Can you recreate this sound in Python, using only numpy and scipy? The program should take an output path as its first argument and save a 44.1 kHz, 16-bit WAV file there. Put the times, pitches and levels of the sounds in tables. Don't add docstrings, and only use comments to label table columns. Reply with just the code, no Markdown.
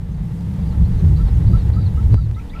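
import sys
import numpy as np
from scipy import signal
from scipy.fft import rfft, irfft
from scipy.io import wavfile

SR = 44100
rng = np.random.default_rng(int(sys.argv[2]) if len(sys.argv) > 2 else 0)


def dump(signal):
    limited = np.clip(np.atleast_2d(signal).T, -1, 1)
    pcm = np.round(limited * 32767).astype(np.int16)
    wavfile.write(sys.argv[1], SR, pcm)


N = 114660


def amp(db):
    return 10 ** (np.asarray(db) / 20)


def unit_rms(x):
    return x / np.sqrt(np.mean(x ** 2) + 1e-20)


def curves(rows):
    times, *columns = np.transpose(rows)
    return [np.interp(np.arange(N) / SR, times, column) for column in columns]


def drift(rate_hz):
    step, settle = 40, 2000
    pole = np.exp(-2 * np.pi * rate_hz * step / SR)
    noise = rng.standard_normal(N // step + settle + 2)
    slow = signal.lfilter([1], [1, -2 * pole, pole * pole], noise)[settle:]
    return np.interp(np.arange(N) / step, np.arange(len(slow)), unit_rms(slow))


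def noise_band(low_hz, high_hz):
    bandpass = signal.butter(2, [low_hz, high_hz], "band", fs=SR, output="sos")
    return signal.sosfilt(bandpass, rng.standard_normal(N))


def coloured_noise(spectrum):
    hz, db = np.transpose(spectrum)
    bin_hz = np.arange(N // 2 + 1) * SR / N + 1
    gain = amp(np.interp(np.log(bin_hz), np.log(hz), db, left=-99))
    return unit_rms(irfft(rfft(rng.standard_normal(N)) * gain, N))


def add_whistle(out, start, hz, rms, taper):
    i = int(start * SR)
    envelope = np.sqrt(2) * rms * signal.windows.tukey(len(hz), taper)
    tone = envelope * np.sin(2 * np.pi * np.cumsum(hz) / SR)
    out[i:i + len(hz)] += tone[:N - i]


def buffet(centre_hz, half_width_hz, sway=0.06, steadiness=0.34):
    noise = rng.standard_normal(N + SR) + 1j * rng.standard_normal(N + SR)
    envelope = signal.sosfilt(signal.butter(3, half_width_hz, fs=SR, output="sos"), noise)[SR:]
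    power = np.abs(envelope) ** 2
    envelope /= (power + 0.12 * power.mean()) ** (steadiness / 2)
    hz = centre_hz * (1 + sway * drift(2.947))
    return unit_rms(np.real(envelope * np.exp(2j * np.pi * np.cumsum(hz) / SR)))


# (centre [Hz], half width [Hz])
BUFFET_BANDS = [(62, 14), (99, 19), (155, 27.7)]
# (time [s], low level [dB], middle level [dB], upper level [dB])
GUSTS = [(0.0, -27, -29, -31), (0.19, -23.5, -32, -27), (0.22, -21, -34, -21), (0.28, -36.5, -28, -26.5),
         (0.71, -19.5, -26.5, -22.5), (0.75, -22, -28, -29.5), (0.8, -14, -14.5, -15.5),
         (0.83, -8, -29, -16), (0.85, -5, -16, -36), (0.89, -25.5, -21.5, -17.5), (1.01, -18.5, -19, -24.5),
         (1.04, -17.5, -7, -14), (1.13, -14, -14.5, -17.5), (1.22, -18, -20.5, -23),
         (1.24, -8.5, -13.5, -23), (1.3, -25.5, -24.5, -38), (1.34, -6, -14.5, -36),
         (1.36, -13, -19, -16.5), (1.45, -17.5, -16, -25), (1.53, -14, -13, -12), (1.61, -20, -24, -32),
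         (1.64, -18.5, -18, -26.5), (1.71, -13, -17, -31), (1.8, -18.5, -17, -18),
         (1.88, -36, -14.5, -30.5), (1.93, -13.5, -30, -24.5), (2.14, -15.5, -8, -20),
         (2.18, -19, -17, -36), (2.24, -23, -17.5, -20.5), (2.32, -21, -21, -38.5), (2.5, -35.5, -44, -44),
         (2.6, -23.5, -43, -36.5)]
# (time [s], rumble level [dB], relative edge level [dB])
RUMBLE_AND_EDGE = [(0.0, -31, -43), (0.09, -42, -48), (0.74, -30.5, -41), (0.95, -20.5, -41.5),
                   (1.04, -35, -30.5), (1.29, -22.5, -42.5), (1.4, -42, -33), (1.48, -17, -38.5),
                   (1.53, -17.5, -25), (1.61, -23.5, -49.5), (1.7, -20, -33.5), (1.73, -48, -34),
                   (1.93, -23, -44), (1.99, -46, -37.5), (2.06, -24, -39), (2.15, -19, -30.5),
                   (2.19, -26.5, -50.5), (2.27, -30, -45.5), (2.34, -31, -45), (2.6, -30.5, -47.5)]
def wind():
    rumble_db, edge_db = curves(RUMBLE_AND_EDGE)
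    edge = unit_rms(noise_band(200, 347) * amp(1.9 * drift(21)))
    buffets = sum(amp(db) * buffet(*band) for db, band in zip(curves(GUSTS), BUFFET_BANDS))
    rumble = buffet(centre_hz=34, half_width_hz=12.3)
    return buffets + amp(rumble_db) * rumble + amp(edge_db - 0.5) * edge


# (time [s], relative rustle level [dB], relative hiss level [dB])
BACKGROUND_LEVELS = [(0, -49.5, -65), (.25, -48, -62), (.55, -45, -60), (.75, -44.5, -58),
                     (1.2, -44, -58.5), (1.53, -43.5, -57.5), (1.695, -43, -57.5), (1.705, -44, -60),
                     (1.98, -45.5, -60), (2.14, -42, -58.5), (2.15, -50, -63), (2.37, -49, -63),
                     (2.6, -44.5, -61.5)]
# (frequency [Hz], relative density [dB])
RUSTLE_SPECTRUM = [(140, -27.5), (230, -3), (243, -1), (296, -2.5), (338, -16.5), (478, -3.5), (553, -16),
                   (857, -13.5), (1380, -22), (2000, -21.5), (2290, -26.5), (3740, -29), (5500, -40.5),
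                   (7150, -62.5), (12100, -120)]
HISS_SPECTRUM = [(1760, -18.5), (3000, -14), (4450, -9.5), (5430, -8), (10100, -10), (15300, -16)]
def rustle_and_hiss():
    rustle_db, hiss_db = curves(BACKGROUND_LEVELS)
    rustle = amp(rustle_db + 3.5 + 1.1 * drift(24)) * coloured_noise(RUSTLE_SPECTRUM)
    hiss = amp(hiss_db + 1 + 0.73 * drift(4)) * coloured_noise(HISS_SPECTRUM)
    return rustle + hiss


# (centre [Hz], width [Hz], level before the swell [dB])
HUM_BANDS = [(198.64, 14, -36.5), (287, 15.3, -57), (459.3, 42, -63), (588.5, 42, -59), (861, 62, -57.5)]
def engine_hum():
    hum = sum(amp(db) * unit_rms(noise_band(hz - width / 2, hz + width / 2))
              for hz, width, db in HUM_BANDS)
    rustle_db, _ = curves(BACKGROUND_LEVELS)
    swell = amp(1.5 * (rustle_db - rustle_db.mean()))
    return swell * hum


# (time [s], length [s], level [dB], first pitch [Hz], last pitch [Hz])
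BIRD_NOTES = [(.11, .035, -68, 6250, 6280), (.144, .012, -61, 4600, 4400), (.385, 0.022, -62, 4900, 4770),
              (0.418, .015, -65, 4830, 4750), (0.61, 0.013, -63, 4800, 4760),
              (0.651, .014, -62, 4700, 4810), (0.846, .014, -57, 3980, 4470),
              (0.668, 0.013, -60, 4350, 4300), (0.68, .015, -59, 4850, 4750), (.7, 0.035, -60, 4380, 4130),
              (1.29, 0.037, -65, 5000, 5155), (1.421, 0.015, -57, 3850, 3860),
              (1.612, .02, -64, 5370, 5380), (1.921, 0.055, -69, 3780, 3850),
              (1.947, 0.039, -60, 2870, 2880), (2.37, 0.035, -70, 5800, 5800),
              (2.429, .04, -72, 4850, 4545), (2.511, 0.043, -68, 4750, 4850),
              (0.972, .045, -63.5, 6290, 6240), (1.34, .036, -64, 6280, 6280),
              (2.344, 0.0099, -52, 3420, 4094), (2.355, .037, -54.5, 1910, 2230),
              (2.393, 0.011, -48, 2750, 2080), (2.414, .009, -52.5, 2750, 2080),
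              (2.492, .008, -57, 4200, 4750), (2.496, 0.011, -48, 3240, 4000),
              (2.512, 0.036, -53, 1920, 2070), (2.534, 0.012, -43.5, 2320, 2240),
              (2.562, 0.0077, -45.5, 3000, 2150), (2.59, 0.0081, -44, 2980, 2060),
              (2.575, 0.021, -67, 4943, 4756)]
def bird_notes():
    out = np.zeros(N)
    for start, length, db, from_hz, to_hz in BIRD_NOTES:
        add_whistle(out, start, np.linspace(from_hz, to_hz, int(length * SR)), amp(db), taper=0.42)
    return out


# (time [s], level before dulling [dB], push rate [Hz], low-pass [Hz], crisp part [0-1])
KNOCKS = [(0.409, -35, 2966, 8000, .4), (1.702, -20.5, 220, 790, .04), (2.1436, -16, 180, 700, 0.23),
          (2.313, -28, 700, 2000, .03)]
def capsule_knocks():
    out, half = np.zeros(N), 500
    t = np.arange(-half, half) / SR
    for time, db, push_hz, dull_hz, crisp in KNOCKS:
        flip = -np.sign(t) * np.exp(-2 * np.pi * push_hz * np.abs(t))
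        pole = np.exp(-2 * np.pi * dull_hz / SR)
        dulled = signal.lfilter([1 - pole], [1, -pole], flip)
        i = int(time * SR)
        out[i - half:i + half] += amp(db) * (dulled + crisp * flip)
    return out


# (time [s], length [s], base level [dB])
TRILL_CALLS = [(0.612, 0.12, -71), (0.854, 0.16, -66), (1.157, 0.14, -61.5), (1.462, 0.17, -62),
               (1.728, .158, -60.5), (2.116, 0.15, -62.5)]
# (progress [0-1], upper pitch [Hz], upper gain [dB], lower pitch [Hz], lower gain [dB])
TRILL_ARCH = [(0, 3900, 0, 3900, -3), (.07, 4500, 5, 3950, 3), (.13, 4700, -2, 4000, -6),
              (.6, 4620, -3, 3930, -2), (.76, 4530, -3, 3780, 1), (.83, 4380, 6, 3620, -8),
              (.91, 4030, 2, 3500, -25), (1, 3450, -1, 3400, -25)]
def bird_trills(flutter_hz=150, flutter_depth=0.7):
    out = np.zeros(N)
    progress, *arch = np.transpose(TRILL_ARCH)
    roughness = amp(3.2 * drift(43))
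    waver_hz = 35 * drift(40)
    for start, length, db in TRILL_CALLS:
        t = np.arange(int(length * SR)) / SR
        span = int(start * SR) + np.arange(len(t))
        upper_hz, upper_db, lower_hz, lower_db = [np.interp(t / length, progress, c) for c in arch]
        flutter = (1 + flutter_depth * np.sin(2 * np.pi * flutter_hz * t)) * roughness[span]
        add_whistle(out, start, upper_hz + waver_hz[span], amp(db + upper_db) * flutter, taper=0.059)
        add_whistle(out, start, lower_hz - waver_hz[span], amp(db + lower_db) * flutter, taper=0.069)
    return out


# (time [s], length [s], level before fading [dB], pitch [Hz])
PIPING_CALLS = [(0.715, 0.043, -52.5, 1346), (1.185, 0.04, -42, 1330), (1.527, 0.039, -35, 1325),
                (1.758, 0.04, -38, 1314), (1.968, 0.04, -38.5, 1316), (2.169, 0.03, -42.5, 1346),
                (2.36, 0.043, -40.5, 1330), (2.544, 0.045, -39, 1353)]
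def piping_chirps(scoop_hz=110, scoop_s=0.0091, climb_hz_per_s=1330, fade_db_per_s=150):
    out = np.zeros(N)
    for start, length, db, hz in PIPING_CALLS:
        t = np.arange(int(length * SR)) / SR
        pitch = hz - scoop_hz * np.exp(-t / scoop_s) + climb_hz_per_s * (t - length / 2)
        add_whistle(out, start, pitch, amp(db - fade_db_per_s * t), taper=0.68)
    return out


# (delay [s], gain [dB])
REFLECTIONS = [(0.009, -7), (0.021, -17.5), (.041, -23.5)]
def with_echoes(direct):
    return direct + sum(amp(db) * np.pad(direct, (int(delay * SR), 0))[:N] for delay, db in REFLECTIONS)


def scene():
    bed = wind() + engine_hum() + rustle_and_hiss()
    calls = bird_notes() + bird_trills() + piping_chirps()
    return (bed + capsule_knocks() + with_echoes(calls))[None]


def record(dry, ceiling=0.98, cutoff_hz=15480):
    rounded = dry / (1 + np.abs(dry / ceiling) ** 8) ** (1 / 8)
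    return signal.sosfilt(signal.ellip(12, 0.5, 70, cutoff_hz, fs=SR, output="sos"), rounded)


dry = scene()
out = record(dry)
dump(out)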